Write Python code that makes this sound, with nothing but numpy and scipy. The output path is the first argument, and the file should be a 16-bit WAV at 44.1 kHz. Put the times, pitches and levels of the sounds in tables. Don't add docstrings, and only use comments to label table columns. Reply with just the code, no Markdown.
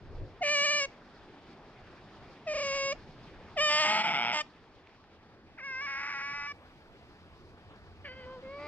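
import sys
import numpy as np
from scipy import signal
from scipy.fft import rfft, irfft
from scipy.io import wavfile
from scipy.ndimage import uniform_filter1d, map_coordinates

SR = 44100
rng = np.random.default_rng(int(sys.argv[2]) if len(sys.argv) > 2 else 0)


def persist_wave(psi):
    counts = np.round(np.clip(psi, -1, 1) * 32767).astype(np.int16)
    wavfile.write(sys.argv[1], SR, np.atleast_2d(counts).T)


N = 382347
TIME = np.arange(N) / SR

# (start [s], end [s], yelp above the pitch [Hz], yelp decay [s], overtone level [dB],
#  swell depth [dB], swell [s], sag depth [dB], sag [s], fundamental level [dB], its fall [dB])
NOTES = [ (0.412, 0.862, 0.5, .01, -27, 11.5, 0.039, 9, .05, -33.5, 5),
         (2.465, 2.936, 101.5, 0.0099, -33.5, 7, .15, 1.5, .05, -36, -1.5),
         (3.563, 4.423, 240, 0.0095, -26, 18.5, 0.015, 6, .15, -31, 10.5),
         (5.572, 6.528, 620, 0.016, -36, 11.5, 0.087, 3.5, .3, -59, 9),
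         (8.041, 8.265, 60, .015, -55.5, -15, 0.093, 0.5, .05, -53.5, -1.5),
         (8.252, 8.405, -0.5, .01, -49.5, 5, .03, 23, .022, -47.5, 2),
         (8.421, 8.68, 19.5, .015, -48, 17.5, 0.06, -5, .05, -45.5, -1)]
# (time [s], pitch [Hz])
NOTE_PITCHES = [
    [(.43, 592), (.485, 577), (.525, 600), (.565, 574), (.79, 576.7), (.805, 560), (.86, 549.3)],
    [(2.54, 542.4), (2.655, 559), (2.725, 546), (2.755, 558.7), (2.79, 549.4), (2.92, 550.3)],
    [(3.6, 556.5), (3.635, 613.3), (3.68, 595.6), (3.83, 606.6), (4.02, 648), (4.06, 707), (4.31, 709.4),
     (4.35, 602)],
    [(5.615, 471), (5.647, 556), (5.74, 518.5), (5.9, 553.7), (5.95, 543.7), (6.1, 576.5), (6.17, 553),
     (6.3, 567.7), (6.45, 575)],
    [(8.09, 506.6), (8.18, 526.6), (8.24, 500.3)],
    [(8.26, 507), (8.34, 525.6), (8.39, 491)],
    [(8.47, 527.4), (8.53, 560.5), (8.67, 596)],
]
# (frequency [Hz], gain [dB])
THROAT_COLOURS = [
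    [(800, -5), (1170, -9.5), (1450, -13), (1750, -6), (2340, 0), (2930, -5.5), (3500, -21), (4100, -11.5),
     (4680, -12), (5260, -19.5), (5850, -11.5), (7600, -20), (8700, -40), (9350, -51)],
    [(800, 1.5), (1100, 0), (1650, -7), (2200, 2), (2450, 3.5), (2760, 0), (3300, -12), (4400, -10),
     (4960, -4), (6060, -11.5), (7300, -12), (8100, -83)],
    [(880, 4), (1200, -1.5), (1500, -7), (1800, -4), (2100, 1.5), (2400, -4), (3000, -0.5), (3650, -10),
     (4100, -22.5), (4850, -7), (6600, -20.5), (7500, -15.5), (8500, -35), (9300, -37.5)],
    [(700, -10.5), (850, 0.5), (1060, -2.5), (1150, 0), (1600, 6), (1730, -0.5), (2120, 7), (2300, 2),
     (2650, -4.5), (3200, -21.5), (3750, -20), (4150, -22.5), (4750, -18), (5250, -13.5), (6200, -22.5),
     (7500, -59)],
    [(1030, -7), (1550, 0.5), (2060, 1.5), (2300, -0.5), (2570, -11), (3090, -1), (3600, -24), (4120, -22),
     (4620, -7), (5200, -49)],
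    [(1030, 7), (1550, -2), (2060, -12), (2580, -20), (3100, -9.5), (3600, -25), (4700, -30), (5500, -49)],
    [(850, -2.5), (1150, 3), (1500, -10), (1750, -12.5), (2000, -3), (2300, -1.5), (2740, -16), (3400, -24),
     (4900, -15.5), (5800, -52)],
]
# (start [s], length [s], jump [Hz])
CRACKS = [(.40, 0.031, 131), (2.45, 0.086, 63.6), (2.549, 0.022, 71.2), (2.585, 0.013, 44.4),
          (2.612, 0.0163, 35.4), (2.923, .03, 46.3), (5.808, 0.056, 28.9), (8.03, .05, 48.3)]
# (time [s], rise [Hz])
QUAVERS = [(.652, 28), (.715, 26.4), (.757, 19), (.79, 16.4), (3.611, 30.3), (3.807, 25)]
# (start [s], length [s], period doubling [0-1], added roughness [0-1])
RASPS = [(.435, 0.068, 0, 0.15), (2.47, 0.37, 0.03, 0.06), (3.695, 0.16, 0.26, .06),
         (3.84, 0.53, 0.29, 0.21), (4.33, 0.075, 0.53, 0.2), (5.865, .12, .3, 0.09),
         (5.985, 0.16, 0.36, 0.3), (6.14, 0.042, 0.62, 0.02), (6.19, 0.029, .48, 0.32),
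         (6.22, 0.098, .24, 0.04), (6.33, 0.14, 0.45, 0.1), (8.04, .05, 0.1, 0.24), (8.11, 0.23, 0, 0.13),
         (8.59, .1, .8, .2)]
# (time [s], dip [dB])
CATCHES = [(2.54, 3), (4.03, 6.5), (4.126, 3.5), (5.62, 4.5), (8.15, 7), (8.425, 5)]
# (time [s], free slap rate [1/s], unevenness [0-1])
GROWL_PACE = [(3.842, 410, 0), (3.907, 427, 0.09), (4.0, 420, .1), (4.05, 330, .3), (4.1, 240, .3),
              (4.138, 145, 0.02), (4.213, 112, 0.03), (4.315, 120, 0.01), (4.355, 240, 0.08)]
# (frequency [Hz], gain [dB])
GROWL_COLOUR = [(60, -37), (130, -20), (200, -3.5), (400, -12.5), (520, -15), (800, -1), (1100, -9.5),
                (1350, -1), (1700, -12), (2200, 2), (2750, -6), (3350, -4.5), (4050, -27), (5200, -20),
                (6400, -54), (7600, -36.5), (9300, -67)]
# (frequency [Hz], width [Hz], gain [dB])
GROWL_MODES = [(878.4, 36, 7), (2430, 360, -19), (5330, 190, 9)]
# (start [s], length [s], frequency [Hz], level [dB])
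WHISTLES = [(.455, 0.047, 4240, -46), (.56, 0.24, 14900, -76), (0.641, .035, 6500, -57),
            (0.765, 0.074, 5270, -41), (2.65, 0.035, 6100, -49), (3.708, 0.08, 4840, -34.5),
            (3.788, 0.051, 4310, -37.5), (3.888, 0.14, 4280, -45.5)]
# (time [s], left lead [ms])
OTTER_BEARING = [(.6, 0.078), (2.7, 0.073), (3.6, 0.081), (8.1, 0.082), (8.6, 0.039)]
RIVER_BEARING = [(4.6, 0.036), (6.3, 0.14)]
# (frequency [Hz], half-octave band gain [dB])
THUD_COLOUR = [(20, 10.5), (45, -6), (95, -0.5), (160, -18), (300, -38)]
CLOTH_COLOUR = [(150, -23), (400, 6.5), (550, -3.5), (700, -5), (1100, -28), (3000, -32)]
RIVER_COLOUR = [(100, 0), (140, -0.5), (195, -0.5), (330, 2.5), (520, -4), (800, -3), (1150, -7),
                (1700, -9), (3000, -15.5), (4700, -19), (6000, -61.5), (7000, -45), (9400, -57.5)]
RUMBLE_COLOUR = [(12, -31), (20, 3), (54, 0.5), (86, -3.5), (112, -1.5), (200, -6.5), (260, -42),
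                 (440, -120)]
PAN_COLOUR = [(5000, -4), (7000, -8), (10000, -9), (13000, -11.5)]
# (time [s], level [dB])
RIVER_LEVEL = [(0, -56.5), (.9, -54.5), (3.7, -53), (4.6, -57), (5.4, -59), (5.9, -57.5), (7.9, -56.5),
               (8.67, -52.5)]
RUMBLE_LEVEL = [(0, -57.5), (1, -62.5), (3.6, -54.5), (4.1, -68.5), (5.8, -65), (8, -60.5)]
HUM_LEVEL = [(0, -92), (5.6, -69), (6.3, -63.5), (7.2, -63.5), (7.7, -56.5), (8.67, -57)]
PAN_LEVEL = [(0, -102), (5.4, -102), (5.9, -83), (8.67, -91.5)]
# (frequency [Hz], left-right likeness [0-1])
STEREO_LIKENESS = [(60, 0.62), (140, 1), (320, 1), (730, 0.96), (1670, 0.82), (3850, 0.34), (8850, 0.13)]
# (time [s], peak before the boost [dB], ring [Hz])
TICKS = [(4.642, -53, 1750), (4.8728, -48, 2280), (4.8943, -54, 1860), (4.9474, -51, 1570),
         (5.041, -49, 1510)]

GROWL_START_S, GROWL_END_S = GROWL_PACE[0][0], GROWL_PACE[-1][0]


def otter(takeover_s=0.078, release_s=0.032, base_roughness=0.036):
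    doubling, rough = np.clip(stretches(RASPS, edge_s=0.011), 0, 1)
    jump_hz = stretches(CRACKS, edge_s=0.006)[0] + blips(QUAVERS, width_s=0.011)
    whines = sum(whine(*gesture(note, pitch, jump_hz), throat, doubling, base_roughness + rough)
                 for note, pitch, throat in zip(NOTES, NOTE_PITCHES, THROAT_COLOURS))
    takeover = 1 - np.exp(-np.maximum(TIME - GROWL_START_S, 0) / takeover_s)
    growl_share = takeover * np.clip((GROWL_END_S - TIME) / release_s, 0, 1)
    voice = np.sqrt(1 - growl_share) * whines + np.sqrt(growl_share) * growl()
    voice *= from_db(-blips(CATCHES, width_s=0.0099))
    voice = steep_top(voice, 9500) + whistles()
    return two_ears([voice, voice], in_time(OTTER_BEARING)[0])


def gesture(note, pitch, jump_hz, mouth_open_s=0.07, crack_db_per_hz=0.0436):
    start, end, yelp_hz, yelp_s, db, swell_db, swell_s, sag_db, sag_s, fundamental_db, fall_db = note
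    age = np.clip(TIME - start, 0, end - start)
    hz = in_time(pitch)[0] + jump_hz + yelp_hz * np.exp(-age / yelp_s)
    mouth = 1 - np.exp(-age / mouth_open_s)
    over_db = db - swell_db * np.exp(-age / swell_s) - sag_db * np.exp((age + start - end) / sag_s)
    low_db = fundamental_db - fall_db * age / (end - start) + crack_db_per_hz * jump_hz
    over_gain = from_db(over_db) * held(start, end, overhang_s=0)
    low_gain = from_db(low_db) * held(start, end, overhang_s=0.0061)
    return hz, mouth, over_gain, low_gain


def whine(hz, mouth, over_gain, low_gain, throat, doubling, rough,
          waver=0.003, jitter=0.097, shimmer=0.79, limp=0.16, breath_db=-29, subharmonic_db=-11):
    sounding = over_gain > 0
    hz = hz * (1 + waver * drift(45))
    cycles = np.cumsum(hz) / SR
    at = np.flatnonzero((np.diff(np.floor(cycles)) > 0) & sounding[1:])
    offbeat = np.arange(len(at)) % 2 * doubling[at]
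    late, strong = rng.standard_normal((len(at), 2)).T
    delay_cycles = np.ceil(cycles[at]) - cycles[at] + limp * offbeat + jitter * rough[at] * late
    sizes = (1 - offbeat) * np.exp(shimmer * rough[at] * strong)
    claps = pulses(TIME[at] + delay_cycles / hz[at], sizes)
    folds_open = (1 + np.cos(2 * np.pi * cycles)) * sounding
    breath = from_db(breath_db) * np.sqrt(hz / SR) * rng.standard_normal(N) * folds_open
    voiced = butter(tract(claps + breath, throat), 723, "high", order=8)
    muffled = resonate(voiced, 2080, width_hz=1300)
    overtones = evened(mouth * voiced + (1 - mouth) * muffled, size=700)
    subharmonic = from_db(subharmonic_db) * doubling * np.sin(np.pi * cycles)
    low_tone = np.sqrt(2) * (np.sin(2 * np.pi * cycles) + subharmonic)
    return over_gain * overtones + low_gain * low_tone


def growl(start_db=-26, sag_db_per_s=10.5, chest_db=-54):
    slaps = fold_slaps(slap_times())
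    voiced = tract(slaps, GROWL_COLOUR)
    ringing = sum(from_db(db) * resonate(voiced, hz, width) for hz, width, db in GROWL_MODES)
    chest = resonate_twice(slaps, 190.2, width_hz=52)
    level_db = start_db - sag_db_per_s * np.maximum(TIME - GROWL_START_S, 0)
    throat = from_db(level_db) * evened(voiced + ringing, size=1100)
    return throat + from_db(chest_db) * evened(chest, size=2200)


def slap_times(ring_hz=845, pull=0.596):
    rate, uneven = in_time(GROWL_PACE)
    times, t = [], GROWL_START_S
    for chance in rng.standard_normal(300):
        if t < GROWL_END_S:
            times.append(t)
            now = int(t * SR)
            cycles = ring_hz * np.exp(uneven[now] * chance) / rate[now]
            t += (cycles + pull * (max(round(cycles), 1) - cycles)) / ring_hz
    return np.array(times)


def fold_slaps(times, rebound_s=0.00135, rebound=0.48, rasp=0.029, limp=0.73, hits=3):
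    strong, late, springy = rng.standard_normal((len(times), 3)).T
    gaps = np.diff(times, append=times[-1] + 1)
    room = np.clip(gaps / rebound_s - 1, 0, hits)
    weak = (np.arange(len(times)) % 2) * (room < 1)
    sizes = from_db(strong) * (1 - limp * weak)
    bounce = np.clip(rebound * from_db(2 * springy), 0, 1)
    slaps = 0
    for k in range(hits):
        hit_times = times + k * rebound_s * (1 + 0.067 * late)
        slaps += pulses(hit_times, sizes * bounce ** (k * k) * np.clip(room - k + 1, 0, 1))
    puffs = signal.lfilter([1], [1, -np.exp(-1 / (0.0039 * SR))], slaps)
    return slaps + rasp * rng.standard_normal(N) * puffs


def whistles(width_hz=260):
    air = rng.standard_normal(N)
    return sum(from_db(db) * gate(start, start + length, fade_s=0.0092)
               * unit_rms(resonate_twice(air, hz, width_hz)) for start, length, hz, db in WHISTLES)


def scatter(voice, jacket_db=-17, jacket_s=0.014, gravel_db=-27, gravel_t60_s=0.28):
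    t = TIME[:SR // 4]
    gravel = butter(rng.standard_normal((2, len(t))), 7000, "low", order=2)
    gravel *= from_db(-60 * t / gravel_t60_s) * (t > 0.003)
    jacket = butter(rng.standard_normal((2, len(t))) * np.exp(-t / jacket_s), 2100, "high", order=2)
    echoes = sum(from_db(db) * echo / np.sqrt(np.sum(echo ** 2) / 2)
                 for db, echo in [(gravel_db, gravel), (jacket_db, jacket)])
    return signal.oaconvolve(voice, echoes, axes=1)[:, :N]


def bump():
    thud = rise_and_fall(peak_s=0.23, peak_db=-39.5, rise_db_per_s=53, fall_db_per_s=283)
    rub = rise_and_fall(peak_s=0.25, peak_db=-50, rise_db_per_s=55, fall_db_per_s=126)
    return thud * noise_bed(THUD_COLOUR, flicker_db=1) + rub * noise_bed(CLOTH_COLOUR, flicker_db=3)


def ticks(boost_db=2):
    out = 0
    for time, db, hz in TICKS:
        click = pulses(np.array([time]), np.ones(1))
        ring = butter(resonate(click, hz, width_hz=470), 5000, "low")
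        out += from_db(db + boost_db) * ring / ring.max()
    return out


def river():
    water = noise_bed(RIVER_COLOUR, flicker_db=2)
    return fader(RIVER_LEVEL) * two_ears(water, in_time(RIVER_BEARING)[0])


def air_rumble():
    return fader(RUMBLE_LEVEL) * noise_bed(RUMBLE_COLOUR, flicker_db=4)


def low_hum():
    hum = fader(HUM_LEVEL) * unit_rms(resonate_twice(rng.standard_normal(N), 81.7, width_hz=17))
    return two_ears([hum, hum], lead_ms=1.1)


def steaming_pan():
    return fader(PAN_LEVEL) * noise_bed(PAN_COLOUR, flicker_db=1)


def noise_bed(colour, flicker_db):
    out, edges = 0, 20 * 2 ** np.arange(0, 9.6, 0.5)
    white = rng.standard_normal((2, 2, N))
    for k, (low, high) in enumerate(zip(edges, edges[1:])):
        hz = np.sqrt(low * high)
        if colour[0][0] < hz < colour[-1][0]:
            mid, side = butter(white[k % 2], [low, high], "band", order=2)
            alike = at_hz(STEREO_LIKENESS, hz)
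            gain = from_db(at_hz(colour, hz) + flicker_db * drift(10.7))
            out += gain * (np.sqrt(1 + alike) * mid + np.sqrt(1 - alike) * side * [[1], [-1]])
    return unit_rms(out)


def from_db(db):
    return 10 ** (np.asarray(db) / 20)


def unit_rms(x):
    return x / np.sqrt(np.mean(x ** 2) + 1e-20)


def in_time(rows):
    times, *columns = np.transpose(rows)
    return [np.interp(TIME, times, column) for column in columns]


def fader(levels):
    return from_db(in_time(levels)[0])


def at_hz(points, hz):
    frequencies, values = np.transpose(points)
    return np.interp(np.log(hz), np.log(frequencies), values)


def gate(start, end, fade_s):
    return np.clip(np.minimum(TIME - start, end - TIME) / fade_s, 0, 1)


def held(start, end, overhang_s, attack_s=0.014, release_s=0.011):
    attack = (TIME - start + overhang_s) / (attack_s + overhang_s)
    release = (end + overhang_s - TIME) / (release_s + overhang_s)
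    return np.sin(np.pi / 2 * np.clip(np.minimum(attack, release), 0, 1)) ** 2


def stretches(rows, edge_s):
    return sum(np.outer(values, gate(start - edge_s / 2, start + length + edge_s / 2, edge_s))
               for start, length, *values in rows)


def blips(rows, width_s):
    return sum(size * np.exp(-((TIME - time) / width_s) ** 2) for time, size in rows)


def rise_and_fall(peak_s, peak_db, rise_db_per_s, fall_db_per_s):
    age = TIME - peak_s
    return from_db(peak_db - np.maximum(-rise_db_per_s * age, fall_db_per_s * age))


def drift(rate_hz, step=20, settle=4000):
    r = np.exp(-2 * np.pi * step * rate_hz / SR)
    slow = signal.lfilter([1], [1, -2 * r, r * r], rng.standard_normal(N // step + settle + 2))[settle:]
    return np.interp(np.arange(N) / step, np.arange(len(slow)), unit_rms(slow))


def pulses(times, sizes):
    out, at = np.zeros(N), times[:, None] * SR
    taps = np.floor(at).astype(int) + np.arange(-3, 5)
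    clicks = sizes[:, None] * np.sinc(taps - at) * np.sinc((taps - at) / 4)
    np.add.at(out, np.clip(taps, 0, N - 1), clicks)
    return out


def butter(x, hz, kind, order=4):
    return signal.sosfilt(signal.butter(order, hz, kind, fs=SR, output="sos"), x + 1e-18)


def steep_top(x, hz):
    return signal.sosfilt(signal.ellip(10, 0.05, 80, hz, fs=SR, output="sos"), x)


def resonate(x, hz, width_hz):
    r = np.exp(-np.pi * width_hz / SR)
    feedback = [1, -2 * r * np.cos(2 * np.pi * hz / SR), r * r]
    return signal.lfilter(np.array([1, 0, -1]) * (1 - r * r) / 2, feedback, x + 1e-18)


def resonate_twice(x, hz, width_hz):
    return resonate(resonate(x, hz, width_hz), hz, 2 * width_hz)


def tract(x, colour, size=2048):
    hz = np.maximum(np.fft.rfftfreq(size, 1 / SR), 1)
    cepstrum = irfft(np.log(from_db(at_hz(colour, hz))))
    cepstrum[1:size // 2] *= 2
    cepstrum[size // 2 + 1:] = 0
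    return signal.oaconvolve(x, irfft(np.exp(rfft(cepstrum))))[:len(x)]


def evened(x, size):
    power = uniform_filter1d(uniform_filter1d(x * x, size), size)
    return x / np.sqrt(np.maximum(power, 0) + 1e-4 * power.max())


def two_ears(pair, lead_ms):
    lead = lead_ms * SR / 1000
    return np.array([map_coordinates(x, [np.arange(N) + side * lead / 2], order=3)
                     for x, side in zip(pair, (1, -1))])


def scene():
    voice = otter()
    return voice + scatter(voice) + river() + air_rumble() + low_hum() + steaming_pan() + bump() + ticks()


def record(dry):
    return steep_top(dry, hz=15800)


dry = scene()
out = record(dry)
persist_wave(out)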